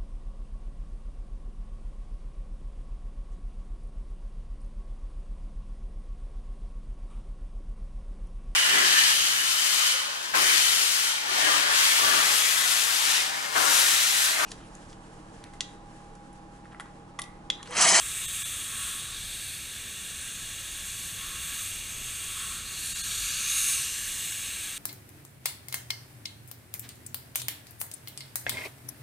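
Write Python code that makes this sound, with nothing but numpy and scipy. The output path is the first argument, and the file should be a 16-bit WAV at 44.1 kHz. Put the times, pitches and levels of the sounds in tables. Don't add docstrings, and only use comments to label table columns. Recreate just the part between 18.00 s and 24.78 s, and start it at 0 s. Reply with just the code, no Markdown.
import sys
import numpy as np
from scipy import signal
from scipy.fft import rfft, irfft
from scipy.io import wavfile
from scipy.ndimage import uniform_filter1d, map_coordinates

SR = 44100
rng = np.random.default_rng(int(sys.argv[2]) if len(sys.argv) > 2 else 0)


def wav_record(signal):
    frames = np.transpose(np.atleast_2d(signal))
    bounded = np.clip(frames, -1, 1)
    quanta = np.round(bounded * 32767).astype(np.int16)
    wavfile.write(sys.argv[1], SR, quanta)


def amplitude_ratio(level_db):
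    exponent = np.asarray(level_db, float) / 20
    return 10 ** exponent


N = 298998
BLOCK = 2048


def rms_one(x):
    return x / np.sqrt(np.mean(x ** 2) + 1e-20)


def in_time(rows):
    time_s, value = np.transpose(rows)
    return np.interp(np.arange(N) / SR, time_s, value)


def drift(rate_hz):
    step = 40
    r = np.exp(-2 * step * np.pi * rate_hz / SR)
    noise = rng.standard_normal(N // step + 2002)
    slow = signal.lfilter([1], [1, -2 * r, r * r], noise)[2000:]
    return np.interp(np.arange(N) / step, np.arange(len(slow)), rms_one(slow))


def resonate(x, hz, width_hz):
    r = np.exp(-np.pi * width_hz / SR)
    zeros = np.array([1, 0, -1]) * (1 - r * r) / 2
    return signal.lfilter(zeros, [1, -2 * r * np.cos(2 * np.pi * hz / SR), r * r], x)


def wrist_flicks_db(hz):
    # (start [s], length [s], lobe centre [Hz], gain [dB])
    flicks = [(0, .12, 14000, -2), (0.213, .3, 3620, 2), (0.672, 0.51, 1200, 5), (1.0, 0.21, 12500, -2.5),
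              (1.105, .45, 4230, 1.5), (1.28, 0.32, 11000, 2), (1.6, 1.06, 14100, -0.5),
              (2.837, 0.29, 11200, 2), (3.172, 0.21, 1200, 6.5), (3.368, 0.27, 1450, 2.5),
              (3.397, 0.31, 12900, 2), (4.077, 0.18, 8900, 1), (4.1, 0.47, 3500, 0),
              (4.36, 0.39, 1170, 4.5), (4.57, 0.13, 12000, 0), (4.775, 0.14, 11100, 4),
              (4.84, 0.46, 4250, 2), (5.05, 0.52, 1190, 1), (5.5, 0.26, 9600, 2), (6.197, 0.24, 8000, 0),
              (6.446, .4, 3000, 1.5), (.55, 0.38, 9800, -1), (2.875, 0.25, 5900, 1.5),
              (4.648, 0.68, 13500, 1.5), (5.3, .3, 4000, 2), (5.352, 0.63, 2200, -0.5),
              (5.693, 0.28, 4800, 1.5), (6.4, .4, 8700, -1)]
    edge_s, lobe_octaves = 0.04, 0.52
    start_s, length_s, lobe_hz, flick_db = np.transpose(flicks)[:, :, None]
    coarse = np.arange(0, N + 64, 64)
    inside_s = np.minimum(coarse / SR - start_s, start_s + length_s - coarse / SR)
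    swings_db = flick_db * np.clip(inside_s / edge_s + 0.5, 0, 1)
    lobes = np.exp(-(np.log2(hz / lobe_hz) / lobe_octaves) ** 2)
    return np.interp(np.arange(N), coarse, np.sum(lobes * swings_db, axis=0))


def jet(flutter_db, wander_db, skirt_db):
    # (time [s], core level [dB])
    nearness = [(0.0, -35.5), (0.24, -35.5), (0.73, -37), (0.85, -34.5), (1.07, -40.5), (1.49, -40),
                (1.66, -41), (3.38, -38.5), (3.66, -36.5), (3.81, -40), (4.51, -37), (4.63, -41.5),
                (5.21, -33.5), (5.34, -33), (5.67, -27.5), (5.93, -35.5), (6.32, -35.5), (6.78, -39)]
    # (time [s], share [-1..1])
    aim = [(0, -0.48), (.95, -0.28), (1.15, .15), (2.8, -0.081), (4.5, -0.15), (4.75, 0.57), (5.05, 0.58),
           (5.4, 0.54), (5.7, 0.42), (6.0, 0.41), (6.35, 0.095), (6.78, -0.083)]
    # (centre [Hz], width [Hz], level [dB], change when the jet faces the port [dB])
    housing = [(1114, 82, -8.5, -5.5), (1306, 180, -9, -3), (1661, 210, -5, 1), (1880, 260, -10, -3),
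               (2300, 320, -4, 1.5), (2552, 250, -4.5, -1.5), (2809, 157, -0.5, 1.7), (3405, 390, -1, -1.5),
               (3782, 202, -2.5, 4.5), (4244, 300, -5, 6.5), (4600, 254, -8.5, 5), (5300, 580, -13, 5),
               (5856, 390, -9.5, 6.5), (6450, 433, -1, 2.5), (6990, 260, -6.5, 3.5), (7674, 700, -1, -1),
               (8450, 660, -0.5, -0.8), (9260, 740, -0.5, -2), (10100, 180, -14, 11), (10800, 370, -6, 0.5),
               (11640, 210, -5, -0.5), (12220, 460, -8.5, 1), (13000, 630, -17, -3), (13500, 730, -20, -4),
               (14170, 740, -12, -6), (15200, 800, -14, -4)]
    zones_hz = (1500, 3300, 7800, 12500)
    zone_follows = (0.8, 0.64, 0.99, 0.99)

    core_db = uniform_filter1d(in_time(nearness), size=2400)
    facing = in_time(aim)
    zones_db = (np.array(zone_follows)[:, None] - 1) * (core_db - np.mean(core_db))
    out = np.zeros(N)
    for hz, width_hz, db, facing_db in housing:
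        shares = np.array([np.interp(np.log(hz), np.log(zones_hz), row) for row in np.eye(4)])
        once = resonate(rng.standard_normal(N), hz, width_hz)
        peak = resonate(once, hz, 2 * width_hz) + amplitude_ratio(skirt_db) * once
        moved_db = facing_db * facing + shares @ zones_db + wrist_flicks_db(hz)
        out += amplitude_ratio(db + moved_db + wander_db * drift(0.62)) * peak
    port = signal.cheby1(6, 1, 1067, "high", fs=SR, output="sos")
    out = signal.sosfilt(port, out)
    core = signal.sosfilt(signal.butter(4, [5800, 10000], "band", fs=SR, output="sos"), out)
    rough_db = flutter_db * (drift(18) + 0.18 * drift(180))
    return out / np.std(core) * amplitude_ratio(core_db + rough_db)


def nearby_echoes(x, strength):
    # (start [s], end [s], delay at start [ms], delay at end [ms], share [-1..1])
    echoes = [(-0.16, 0.887, 0.14, 0.28, -0.028), (-0.16, 0.89, 0.55, 0.88, -0.056),
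              (-0.16, 1.3, 0.41, 0.18, 0.055), (0.78, 1.83, 0.32, 0.17, 0.051),
              (0.99, 1.72, 0.54, 0.4, 0.056), (1.41, 2.904, 0.49, 0.57, 0.099),
              (3.597, 4.33, 0.38, 0.36, 0.059), (3.726, 4.75, 0.6, 0.37, -0.049),
              (3.807, 4.862, 0.245, 0.095, -0.063), (4.75, 5.48, 0.35, 0.43, -0.056),
              (4.75, 5.48, 0.71, 0.67, 0.1), (4.86, 5.9, 0.12, 0.22, 0.098),
              (4.958, 6.01, 0.23, 0.38, 0.09), (5.06, 6.11, 0.88, 0.66, 0.13),
              (5.17, 5.54, 0.45, 0.46, 0.1), (5.273, 6.01, 0.484, 0.57, -0.046),
              (5.27, 6.32, 1.08, 1.12, 0.058), (5.38, 6.84, 0.656, 0.914, -0.081),
              (5.48, 6.53, 0.65, 0.69, -0.065), (5.59, 6.108, 0.95, 0.87, -0.12),
              (5.577, 6.32, 0.95, 0.996, 0.15), (5.8, 6.53, 0.46, 0.47, -0.1),
              (6.01, 6.74, 0.46, 0.33, 0.031), (6.11, 6.48, 0.29, 0.28, 0.078)]
    fade_s = 0.048
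    out = x.copy()
    for start_s, end_s, start_ms, end_ms, share in echoes:
        at = np.arange(max(int(start_s * SR), 0), min(int(end_s * SR), N))
        fade = np.clip(np.minimum(at / SR - start_s, end_s - at / SR) / fade_s, 0, 1)
        delay_ms = np.interp(at / SR, [start_s, end_s], [start_ms, end_ms])
        delayed = map_coordinates(x, [at - delay_ms * SR / 1000], order=3)
        out[at] += strength * share * fade * delayed
    return out


def thumps(rise_s):
    # (time of peak [s], peak level [dB], pitch [Hz])
    pushes = [
        (2.49, -69, 27.7),
        (2.74, -44, 39),
        (5.221, -40, 46),
    ]
    out = np.zeros(N)
    for peak_s, db, hz in pushes:
        t = np.maximum(np.arange(N) / SR - peak_s + rise_s, 0)
        swell = t / rise_s * np.exp(1 - t / rise_s)
        out += amplitude_ratio(db) * swell * np.sin(2 * np.pi * hz * t)
    return out


def shop(lumps_db):
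    # (frequency [Hz], density [dB per Hz])
    spectrum = [(12, -29.5), (20, 4), (40, 1.5), (80, -3.5), (140, -8.5), (210, -9.5), (345, -14),
                (745, -19.5), (1000, -19.5), (1300, -52), (2200, -120)]
    # (centre [Hz], width [Hz], level [dB])
    drones = [(65, 11, -59), (100, 6, -62), (125, 9, -61.5), (158, 12, -67), (182, 9, -66)]
    # (time [s], gain of drones, hum and draught [dB])
    load = [
        (0, 1),
        (.6, 1.5),
        (1.2, .5),
        (2.0, -2),
        (3.0, 2.5),
        (4.4, 0),
        (4.95, 2),
        (5.5, -1.5),
        (6.2, -4.5),
        (6.78, -3),
    ]
    rumble_db, rumble_sway_db, draught_gust_db, drone_swell_db = -57, 0.6, 1.5, 1.5
    hum_hz, hum_db = 99.7, -62.5

    hz = np.maximum(np.fft.rfftfreq(N, 1 / SR), 1)
    points_hz, points_db = np.transpose(spectrum)
    shape_db = np.interp(np.log(hz), np.log(points_hz), points_db)
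    lines = rfft(rng.standard_normal(N)) * amplitude_ratio(shape_db)
    lines /= np.std(irfft(lines * (hz > 150), N))
    deep = np.clip(2 - hz / 40, 0, 1)
    load_db = in_time(load)
    gusts_db = load_db + draught_gust_db * drift(1.2) + lumps_db * drift(2.1) - 1.0
    draught = amplitude_ratio(gusts_db) * irfft(lines * deep, N)
    rumble = irfft(lines * (1 - deep), N)
    out = amplitude_ratio(rumble_db + rumble_sway_db * drift(5.4)) * (rumble + draught)
    for drone_hz, width_hz, db in drones:
        once = resonate(rng.standard_normal(N + SR), drone_hz, width_hz)
        tone = rms_one(resonate(once, drone_hz, width_hz)[SR:])
        out += amplitude_ratio(db + load_db + drone_swell_db * drift(4)) * tone
    hum = np.sin(2 * np.pi * hum_hz * np.arange(N) / SR)
    return out + amplitude_ratio(hum_db + load_db + 1.5 + 0.8 * drift(1.5)) * hum


def scene():
    hiss = nearby_echoes(jet(flutter_db=0.29, wander_db=1.03, skirt_db=-16), strength=1.2)
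    air = hiss + thumps(rise_s=0.03) + shop(lumps_db=-1.5)
    return np.array([air, air])


def block_at(centre_s):
    middle = round(centre_s * SR)
    return slice(middle - BLOCK // 2, middle + BLOCK // 2)


def starved(x):
    # (time [s], level over the neighbours that survives [dB])
    thin_blocks = [
        (.271, 5.5),
        (.441, 5.5),
        (4.942, 7),
        (5.027, 7),
    ]
    leak_db, survivor_db = -20, 2.5
    out, window = x.copy(), np.hanning(BLOCK) ** 2
    for centre_s, keep_db in thin_blocks:
        at = block_at(centre_s)
        lines = rfft(x[:, at] * window)
        around = uniform_filter1d(np.abs(lines), size=140)
        weak = np.abs(lines) < amplitude_ratio(keep_db) * around
        weak[:, :10] = False
        gain = amplitude_ratio(np.where(weak, leak_db, survivor_db))
        out[:, at] += irfft(lines * (gain - 1), BLOCK)
    return out


def channel_noise(x, apart_db, refilled_db):
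    # (first centre [s], length [blocks])
    apart = [(1.0326, 6), (1.4738, 3), (1.6131, 2), (1.7756, 1), (2.0775, 1), (2.2633, 3), (2.3794, 2),
             (2.4955, 2), (2.6116, 1), (3.0527, 1), (3.1921, 3), (3.3082, 1), (3.4243, 1), (4.237, 2),
             (4.61, 3), (6.05, 2), (6.141, 2)]
    # (centre [s], low edge [Hz], high edge [Hz])
    refilled = [(.127, 4650, 5700), (.7075, 4650, 5700), (1.3577, 11700, 13050), (3.1456, 13050, 14450),
                (3.7958, 8250, 10300), (3.7958, 13800, 15200), (4.0512, 8250, 9650), (4.6781, 4150, 5150),
                (4.98, 4150, 5150), (4.98, 10300, 11700), (5.3051, 13050, 14450), (5.3283, 5150, 6300)]
    apart_share = 0.62
    side, window = np.zeros(N), signal.windows.kaiser_bessel_derived(BLOCK, 4 * np.pi)
    hz = np.fft.rfftfreq(BLOCK, 1 / SR)
    band = (6 * np.log2(1 + hz / 700)).astype(int)
    masks = []
    for first_s, blocks in apart:
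        for centre_s in first_s + np.arange(blocks) * BLOCK / 2 / SR:
            chosen = (rng.random(40) < apart_share)[band]
            masks.append((centre_s, amplitude_ratio(apart_db) * chosen * (hz > 80)))
    for centre_s, low_hz, high_hz in refilled:
        masks.append((centre_s, amplitude_ratio(refilled_db) * (hz > low_hz) * (hz < high_hz)))
    for centre_s, mask in masks:
        at = block_at(centre_s)
        shape = uniform_filter1d(np.abs(rfft(x[0, at] * window)), size=8)
        phases = np.exp(2j * np.pi * rng.random(len(hz)))
        side[at] += window * irfft(shape * mask * phases, BLOCK)
    return x + side * [[1], [-1]]


def band_limit(x):
    return signal.sosfilt(signal.butter(12, 16460, fs=SR, output="sos"), x)


def record(dry):
    top_cut = signal.ellip(16, 0.5, 100, 15270, fs=SR, output="sos")
    cut = signal.sosfilt(top_cut, starved(dry))
    mix = channel_noise(cut, apart_db=-16.5, refilled_db=-0.5)
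    return band_limit(mix)


dry = scene()
out = record(dry)
wav_record(out)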